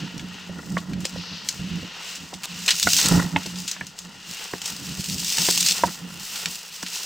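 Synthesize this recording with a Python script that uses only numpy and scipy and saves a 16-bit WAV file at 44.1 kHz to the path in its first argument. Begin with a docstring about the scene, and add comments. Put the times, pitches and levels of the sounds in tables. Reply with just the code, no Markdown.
"""Leaves swish and crackle close by as someone pushes through dense brush, wearing a small camera.
Each push sets off a crowd of tiny leaf contacts; dry twigs fracture, a bent stem creaks once,
and clothing slides with each reach. Gear and stems knock on the resonant camera mount, which also
rumbles as the body moves. Stems drag over the gear, and the open air hisses faintly behind it all."""
import sys
import numpy as np
from scipy import signal
from scipy.fft import rfft, irfft, next_fast_len
from scipy.io import wavfile
from scipy.ndimage import uniform_filter1d, map_coordinates

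SR = 44100
rng = np.random.default_rng(int(sys.argv[2]) if len(sys.argv) > 2 else 0)


def inscribe(sig):
    """Save sig as 16-bit PCM at rate SR to the path in sys.argv[1].

    A 1-D sig is mono; a 2-D sig holds one channel per row.
    Samples are clipped to [-1, 1] before scaling.
    """
    pcm = np.round(np.clip(np.atleast_2d(sig).T, -1, 1) * 32767)
    wavfile.write(sys.argv[1], SR, pcm.astype(np.int16))


N = 310905


# Pushes into the foliage. Each row: time of full force in seconds, relative level in dB,
# build-up in seconds, hold in seconds.
LEAF_PUSHES = [(0.33, -55, 0.033, 0.018), (0.70, -51.5, 0.24, 0.064), (1.05, -45, 0.096, 0.014),
               (1.495, -40, 0.081, 0.011), (1.73, -49.5, 0.026, 0.018), (2.07, -41, 0.14, 0.064),
               (2.69, -36, 0.32, 0.018), (2.92, -23.5, 0.23, 0.14), (3.46, -40.5, 0.25, 0.0072),
               (3.585, -40, .04, 0.02), (3.68, -42, 0.086, 0.014), (3.98, -46, 0.022, 0.0091),
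               (4.29, -43, 0.086, 0.24), (4.64, -38.5, 0.057, 0.059), (5.04, -35.5, 0.55, 0.02),
               (5.40, -24.5, 0.35, 0.11), (5.67, -26.5, 0.6, 0.038), (5.80, -40.5, 0.086, 0.074),
               (6.22, -48, 0.086, 0.018), (6.38, -38, 0.53, 0.17), (6.73, -40.5, .04, 0.013),
               (6.92, -36, 0.21, .13)]
# Spectrum of the rustle. Each row: frequency in Hz, relative level in dB.
LEAF_SPECTRUM = [(300, -20.5), (900, -26.5), (1800, -13.5), (2350, -8.5), (2770, -0.5), (3200, -4.5),
                 (5160, 1.5), (8200, -3), (9100, -13), (10100, -18), (11100, -12.5), (12200, -23),
                 (15100, -11), (16000, -24)]
# Nearer leaves sound crisper. Each row: time in seconds, top-octave gain in dB.
LEAF_CRISPNESS = [(1.2, 2), (2.2, 0.5), (3, 4), (4.24, -1), (4.29, 4.5), (5.5, 3), (6.3, 7), (7.05, 4)]

def leaves():
    """Superposed impulses: leaf edges flick over each other, louder and denser in a harder push."""
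    push_db = effort(LEAF_PUSHES, release_s=0.22, rest_db=-55 + 2.1 * wobble(9))
    force_db = push_db + 35
    swish = grains(rate=9000 * amp(0.5 * force_db), spread_db=2)
    crinkle = amp(-4.5) * spurts(rate=90, decay_s=0.0018)
    crackle = amp(-9) * spurts(rate=23, decay_s=0.0014)  # dry leaves breaking
    # crinkles and crackles of single leaves sit in the swish, slightly stronger in a hard push
    share = amp(0.05 * force_db)
    mix = swish * amp(1.8 * wobble(35)) + share * (crinkle + crackle)
    rustle = coloured(mix / np.sqrt(1 + 0.5 * share ** 2), LEAF_SPECTRUM)
    top_octave = filtered(rustle, lambda hz: 1 - 1 / (1 + (hz / 9500) ** 10))
    return amp(push_db + 3.5) * (rustle + (amp(curve(LEAF_CRISPNESS)) - 1) * top_octave)


def spurts(rate, decay_s):
    """Shot noise: single leaves release bursts, rate a second, whose power decays exponentially."""
    t = np.arange(SR // 20) / SR
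    energies = grains(rate, spread_db=5)[0] ** 2
    power = signal.fftconvolve(energies, np.exp(-t / decay_s))[:N]
    return unit(np.sqrt(np.abs(power)) * rng.standard_normal((2, N)))


# Breaking twigs. Each row: start in seconds, relative level in dB, centre frequency in Hz,
# tearing time constant in seconds.
TWIG_SNAPS = [(0.179, -25.5, 4680, 0.0028), (0.195, -23.5, 2570, 0.0044), (.779, -25, 3470, 0.0082),
              (.9338, -26.5, 2740, 0.0047), (1.0046, -31, 7140, 0.0059), (1.0458, -25, 2700, .008),
              (1.053, -11.5, 4500, 0.0037), (1.4877, -8.5, 5870, 0.0035), (2.156, -24, 5970, 0.0041),
              (2.3393, -22, 3850, 0.0026), (2.348, -27, 4830, 0.0015), (2.661, -16.5, 6940, 0.0047),
              (2.6796, -6, 3300, 0.0077), (2.689, -4.5, 2700, 0.0052), (2.706, -5, 3640, 0.01),
              (2.798, -8, 6800, 0.0013), (2.8281, -4, 5160, 0.003), (2.9035, -9.5, 5100, 0.0015),
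              (2.919, -12, 6040, 0.0036), (2.9657, -7, 6130, 0.0041), (2.984, -12, 4000, 0.015),
              (3.014, -6, 5200, 0.0027), (3.059, -4.5, 5360, 0.0025), (3.085, -7, 8050, 0.0026),
              (3.46, -22, 5400, 0.0073), (3.5578, -23, 3940, 0.003), (3.6783, -17.5, 5200, 0.017),
              (3.7135, -13.5, 5740, 0.004), (3.868, -24.5, 6500, 0.0039), (3.9895, -18.5, 6050, 0.002),
              (4.6173, -18.5, 4960, 0.004), (4.657, -16.5, 6150, 0.0065), (4.678, -20, 7500, 0.0033),
              (5.0422, -17.5, 6000, .004), (5.474, -21, 6500, 0.0067), (5.509, -6.5, 7250, .003),
              (5.576, -4, 5100, 0.0017), (5.607, -6.5, 6700, 0.0038), (5.6277, -10, 5270, 0.0038),
              (5.6624, -7.5, 5370, 0.0065), (5.694, -11, 4730, .004), (5.71, -3.5, 5100, 0.001),
              (5.72, -8.5, 4830, 0.0026), (6.358, -20, 2740, 0.0056), (6.458, -8.5, 3060, 0.0019),
              (6.828, -17.5, 5200, 0.0028), (6.8636, -20, 3000, 0.0075)]
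# Broad, bright spectrum of the snaps and creak, coloured by the microphone.
# Each row: frequency in Hz, relative level in dB.
SNAP_SPECTRUM = [(300, -18), (1400, -2.5), (2750, 1), (8200, -0.5), (9500, -13), (11000, -7),
                 (12200, -12.5), (15000, -7.5)]

def snaps():
    """Brittle fracture: a twig gives with an impulse, and its fibres go on tearing for a moment."""
    track, t = np.zeros((2, N)), np.arange(SR // 6) / SR
    for start, db, centre_hz, tear_s in TWIG_SNAPS:
        fibres = rng.standard_normal(len(t)) * np.exp(-t / tear_s)
        fibres[0] += 2.5  # the first break
        # thick twigs crack lower than thin ones
        size_db = lambda hz: -9 * np.log1p(np.log2((hz + 1) / centre_hz) ** 2)
        crack = filtered(fibres, lambda hz: causal(along(SNAP_SPECTRUM, hz) + size_db(hz)))
        burst_power = np.sum(crack ** 2) / (SR * (tear_s + 0.0015) / 2)
        add(track, start, amp(db - 6.5) * in_thicket(crack / np.sqrt(burst_power), wet_db=-7))
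    return track


def creak(start=2.4345, length_s=0.025, slip_s=0.0045):
    """Stick-slip friction: a bent stem catches and lets go in a short, uneven run of dry ticks."""
    slips, t = np.zeros(SR // 6), np.arange(SR // 100) / SR
    for s in np.arange(0, length_s, slip_s):
        slip = unit(rng.standard_normal(len(t)) * np.exp(-t / 0.0008))
        add(slips, s + rng.normal(0, 0.0006), slip)
    ticks = filtered(slips, lambda hz: causal(along(SNAP_SPECTRUM, hz) - hz / 2500))
    track = np.zeros((2, N))
    add(track, start, amp(-14) * in_thicket(ticks / np.abs(ticks).max(), wet_db=-15))
    return track


# Blows on the mount. Each row: start in seconds, relative level in dB,
# natural frequency of the striking piece in Hz, contact cut-off in Hz.
MOUNT_BLOWS = [(0.494, -28, 466, 740), (0.7687, -11, 1120, 2030), (1.051, -21.5, 500, 1980),
               (1.159, -26, 510, 780), (1.828, -28, 515, 700), (2.33, -24.5, 796, 920),
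               (2.871, -5.5, 1444, 2260), (2.989, -19, 1490, 2100), (3.121, -13, 405, 1410),
               (3.157, -21, 453, 1300), (3.194, -20, 950, 2060), (3.3613, -5, 887, 3500),
               (3.457, -25, 490, 1040), (3.764, -27, 1740, 2600), (3.81, -17, 1770, 2360),
               (4.5348, -14.5, 300, 1960), (5.38, -20, 900, 1960), (5.4856, -9.5, 315, 2220),
               (5.8357, -2.5, 937, 1720), (6.83, -21, 280, 1830)]

def knocks():
    """Impact excitation: a stem or buckle rattles on the mount for milliseconds; both ring briefly."""
    track, t = np.zeros((2, N)), np.arange(SR // 6) / SR
    for start, db, ring_hz, cutoff_hz in MOUNT_BLOWS:
        contact = rng.standard_normal(len(t)) * np.exp(-t / 0.0027) * (1 - np.exp(-t / 0.00017))
        softness = lambda hz: causal(-10 * np.log10(1 + (hz / cutoff_hz) ** 16))
        # a small, high-ringing piece hardly stirs the low modes of the mount
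        force = lambda hz: softness(hz) * low_cut(hz, ring_hz / 2)
        mount_ring = filtered(contact, lambda hz: force(hz) * mount(hz))
        piece_ring = np.sin(2 * np.pi * ring_hz * t) * np.exp(-t / 0.0029) * (1 - np.exp(-t / 0.0031))
        clack = filtered(contact, force)
        blow = unit(mount_ring) + unit(piece_ring) + amp(-5.5) * unit(clack)
        add(track, start, amp(db - 23) * in_thicket(unit(blow), wet_db=-8))
    return panned(track, left_db=-2)


# Jolts of the body. Each row: time of full force in seconds, relative level in dB, hold in seconds.
BODY_JOLTS = [(0.031, -26, 0.0083), (0.34, -41, 0.0077), (0.498, -29.5, 0.0092), (0.563, -32, 0.017),
              (0.71, -24.5, 0.064), (0.895, -26, 0.1), (1.133, -33.5, 0.051), (1.313, -35, 0.032),
              (1.601, -28, 0.068), (1.717, -26, .06), (1.833, -31.5, .01), (2.356, -37, 0.0061),
              (2.502, -38, 0.14), (2.74, -38.5, .01), (2.861, -27, .02), (2.943, -30.5, 0.014),
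              (3.051, -25, 0.028), (3.121, -12.5, 0.063), (3.244, -22.5, .02), (3.341, -21.5, 0.025),
              (3.463, -31, .01), (3.81, -38, .02), (4.876, -32.5, 0.045), (5.089, -29.5, .06),
              (5.22, -34, 0.017), (5.411, -31, 0.013), (5.56, -38.5, 0.032), (5.845, -28.5, 0.034),
              (6.035, -35.5, 0.034), (6.467, -37, 0.023)]
# Shaking between jolts. Each row: time in seconds, relative level in dB.
BODY_UNREST = [(0, -40), (1.3, -40.5), (1.98, -54), (2.3, -45.5), (2.9, -56), (3.55, -41.5), (3.95, -53),
               (4.1, -44), (4.47, -64), (4.75, -43), (5.3, -43), (6.15, -41), (6.6, -59), (7.05, -71)]

def rumble(rise_s=0.031):
    """Forced vibration: the moving body keeps the mount ringing; heavy jolts reach its deepest modes."""
    jolts = [(s, db, rise_s, hold_s) for s, db, hold_s in BODY_JOLTS]
    unrest_db = curve(BODY_UNREST) + 4.5 * wobble(25)  # the body never moves evenly
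    jostle_db = effort(jolts, release_s=0.056, rest_db=unrest_db)
    padding = lambda hz: 1 / np.sqrt(1 + (hz / 380) ** 6)
    heavy = filtered(grains(rate=980, spread_db=1), lambda hz: mount(hz) * padding(hz))
    light = filtered(heavy, lambda hz: low_cut(hz, 50))
    weight = np.clip((jostle_db + 33) / 6.8, 0, 1)
    bounce, rock = weight * unit(heavy) + (1 - weight) * unit(light)
    # the ring keeps its strength for as long as the body drives it
    strength = np.sqrt(np.abs(uniform_filter1d(bounce ** 2, size=SR // 35)) + 0.1)
    shake = unit((bounce + 0.11 * np.array([rock, -rock])) / strength)
    return panned(amp(jostle_db - 2.5) * shake, left_db=-3.5)


# Resonances of the camera mount. Each row: frequency in Hz, bandwidth in Hz, relative gain in dB.
MOUNT_MODES = [(89.4, 10.8, -6), (150.3, 48, -10), (177.2, 11.5, 6), (270.2, 13.3, -14), (538, 220, -22.5),
               (690, 22, -17.5), (926, 47, -24), (1400, 73, -31), (1836, 270, -21.5)]

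def mount(hz):
    """Modal superposition: the mount responds as a sum of damped resonators."""
    return sum(amp(db) * 1j * hz * width / (mode_hz ** 2 - hz ** 2 + 1j * hz * width)
               for mode_hz, width, db in MOUNT_MODES)


# Arm movements. Each row: time of full speed in seconds, relative level in dB,
# build-up in seconds, hold in seconds.
ARM_REACHES = [(0.0, -38.5, .2, 0.064), (0.34, -41, .3, .08), (1.20, -40.5, 0.54, 0.17),
               (1.72, -39, 0.57, 0.026), (1.96, -37, 0.71, 0.17), (2.50, -39, 0.18, .17),
               (3.04, -30, 0.076, 0.025), (3.42, -38.5, .1, .03), (3.73, -40, 0.16, .01),
               (4.40, -36.5, 0.43, 0.043), (4.65, -37, .08, 0.015), (4.88, -40, 0.25, 0.054),
               (5.38, -38, 0.13, 0.024), (5.76, -35, 0.14, 0.014), (6.36, -37.5, 0.65, .06),
               (6.92, -40.5, 0.95, 0.11)]
# Spectrum of sliding fabric. Each row: frequency in Hz, relative level in dB.
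CLOTH_SPECTRUM = [(400, -19.5), (1400, -4.5), (2350, -3.5), (2800, 5.5), (3250, -1), (4650, -4),
                  (6300, -8.5), (9500, -30.5)]

def cloth():
    """Sliding friction: sleeves swish softly, and a stiff strap pulled past once adds a higher band."""
    slide_db = effort(ARM_REACHES, release_s=0.31, rest_db=-53)
    swish = coloured(grains(rate=9000, spread_db=2.5), CLOTH_SPECTRUM)
    strap_pull = np.sqrt(stroke(s=1.18, db=4.5, rise_s=0.065, hold_s=0.25, release_s=0.1))
    sheen = filtered(swish, lambda hz: np.exp(-((hz - 4900) / 1400) ** 2))
    return amp(slide_db - 0.97 + 0.24 * wobble(28)) * (swish + strap_pull * sheen)


# Stems dragged over the gear. Each row: time of full force in seconds, relative level in dB,
# build-up in seconds, hold in seconds.
STEM_DRAGS = [(1.98, -44.5, .5, .08), (2.70, -41, 0.33, .02), (3.12, -24.5, 0.18, 0.052),
              (3.33, -36.5, .1, 0.017), (4.42, -42.5, 0.13, 0.028), (4.65, -39.5, 0.066, .02),
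              (5.39, -35, 0.066, 0.03), (5.85, -35, 0.37, 0.024), (6.42, -41.5, 0.37, 0.063),
              (7.03, -41.5, 0.2, .02)]
# Spectrum of the scrape. Each row: frequency in Hz, relative level in dB.
STEM_SPECTRUM = [(200, -18), (450, -1), (620, -7.5), (930, 0.5), (1170, -5.5), (1420, 1), (1620, -11),
                 (1900, 1.5), (2600, -44), (6000, -49)]

def stems():
    """Intermittent friction: stems drag over the gear in dull little slips that come in clumps."""
    # a restless body brushes more stems
    touch_db = 10 * np.log10(amp(-49) ** 2 + amp(curve(BODY_UNREST) - 6) ** 2)
    drag_db = effort(STEM_DRAGS, release_s=0.16, rest_db=touch_db)
    clumps = amp(3.2 * wobble(120))
    return amp(drag_db - 3.5) * coloured(clumps * grains(rate=2000, spread_db=1), STEM_SPECTRUM)


# Spectrum of the open air. Each row: frequency in Hz, relative level in dB.
AIR_SPECTRUM = [(15, -72), (25, -6), (120, -18), (180, 4), (317, -32), (962, -17), (2280, -52), (2840, -22),
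                (6050, -36), (9840, -50), (16000, -34)]

def air():
    """Stationary noise: the faint, steady hush of the open air."""
    return amp(-58) * coloured(rng.standard_normal((2, N)), AIR_SPECTRUM)


# Echo of the thicket. Each row: frequency in Hz, time to fall by 60 dB in seconds.
THICKET_DECAY = [(200, 0.12), (2000, 0.055), (6000, 0.12), (14000, 0.057)]

def in_thicket(x, wet_db):
    """Scattering: the surrounding stems give a short sound a diffuse stereo tail."""
    hz, t, noise = signal.stft(rng.standard_normal((3, len(x))), SR, nperseg=256)
    decay = amp(-60 * t / along(THICKET_DECAY, hz)[:, None])
    tails = signal.istft(noise * decay, SR, nperseg=256)[1]
    tail = tails[0] + 0.49 * tails[1:]  # a common part plus one for each side
    scatter = signal.fftconvolve(x[None], tail / np.linalg.norm(tail[0]), axes=1)
    return x + amp(wet_db) * scatter[:, :len(x)]


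# Likeness of left and right. Each row: frequency in Hz, correlation from 0 to 1.
MIC_COHERENCE = [(100, 1), (500, 0.66), (2000, 0.9), (5000, 0.91), (9000, 1)]

def coloured(pair, spectrum):
    """Partial coherence: two unrelated signals take a spectrum and blend as at two close microphones."""
    def response(hz):
        turn = np.arccos(np.clip(along(MIC_COHERENCE, hz), -1, 1)) / 2
        return causal(along(spectrum, hz)) * np.array([np.cos(turn), np.sin(turn)])
    mid, side = filtered(pair, response)
    return unit(np.array([mid + side, mid - side]))


def grains(rate, spread_db):
    """Random impulse process: two trains of clicks of log-normal size, rate a second, at rms 1."""
    chance = np.clip(rate / SR, 1e-4, 1)
    signs = rng.choice([-1, 1], (2, N))
    sizes = amp(spread_db * np.clip(rng.standard_normal((2, N)), -2, 2))
    return unit(signs * sizes * (rng.random((2, N)) < chance) / np.sqrt(chance))


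def stroke(s, db, rise_s, hold_s, release_s):
    """Exponential envelope: a movement's power rises, holds and falls, 20 dB per rise or release time."""
    t = np.arange(N) / SR - s
    below = np.maximum(-t / rise_s, (t - hold_s) / release_s)
    return amp(db - 20 * np.clip(below, 0, 10)) ** 2


def effort(strokes, release_s, rest_db):
    """Incoherent addition: overlapping movements and a resting level sum in power, given in dB."""
    return 10 * np.log10(amp(rest_db) ** 2 + sum(stroke(*row, release_s) for row in strokes))


def filtered(x, response):
    """Convolution theorem: the spectrum of x is multiplied by a frequency response."""
    n = x.shape[-1]
    size = next_fast_len(n + 8192)
    return irfft(rfft(x, size) * response(np.fft.rfftfreq(size, 1 / SR)), size)[..., :n]


def causal(db):
    """Minimum phase: a response for a dB curve on the FFT grid, with no sound before its cause."""
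    cepstrum = irfft(np.log(np.maximum(amp(db), 1e-6)))
    half = len(cepstrum) // 2
    cepstrum[1:half] *= 2
    cepstrum[half + 1:] = 0
    return np.exp(rfft(cepstrum))


def low_cut(hz, corner_hz):
    """Second-order high-pass response."""
    return (1j * hz / (1j * hz + corner_hz)) ** 2


def amp(db):
    """Decibels to gain."""
    return 10 ** (np.asarray(db) / 20)


def unit(x):
    """Normalisation to rms 1."""
    return x / np.sqrt(np.mean(x ** 2) + 1e-20)


def along(points, hz):
    """Interpolation of (Hz, value) points on a log axis."""
    freqs, values = np.transpose(points)
    return np.interp(np.log(hz + 1), np.log(freqs + 1), values)


def curve(rows):
    """Interpolation of (seconds, value) rows at every sample."""
    return np.interp(np.arange(N) / SR, *np.transpose(rows))


def wobble(rate):
    """Random modulation: a smooth curve with rate knots a second."""
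    return map_coordinates(rng.standard_normal(int(N * rate / SR) + 4), [np.arange(N) * rate / SR])


def add(track, s, sound):
    """Superposition of a sound on a track at s seconds."""
    part = track[..., max(round(s * SR), 0):][..., :sound.shape[-1]]
    part += sound[..., :part.shape[-1]]


def panned(x, left_db):
    """Level difference between the ears: left exceeds right by left_db."""
    half_db = np.atleast_1d(left_db) / 2
    return x * amp([half_db, -half_db])


# Sway of the nearby sounds. Each row: time in seconds, left minus right level in dB.
STEREO_SWAY = [(0, 1.5), (1.3, 2), (2.2, 0.5), (2.9, 0.3), (3.6, 1.5), (5.5, 0.25), (7.05, 0)]

def scene():
    """Superposition: nearby brush and clothing, sound carried through the mount, and the open air."""
    near = panned(leaves() + snaps() + creak() + cloth(), curve(STEREO_SWAY))
    return near + stems() + rumble() + knocks() + air()


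def record(dry, ceiling=0.8, top_hz=16100):
    """Saturation and band limiting: the camera rounds off high peaks and keeps nothing above top_hz."""
    limited = dry / (1 + (dry / ceiling) ** 6) ** (1 / 6)
    return filtered(limited, lambda hz: hz < top_hz)


dry = scene()
out = record(dry)
inscribe(out)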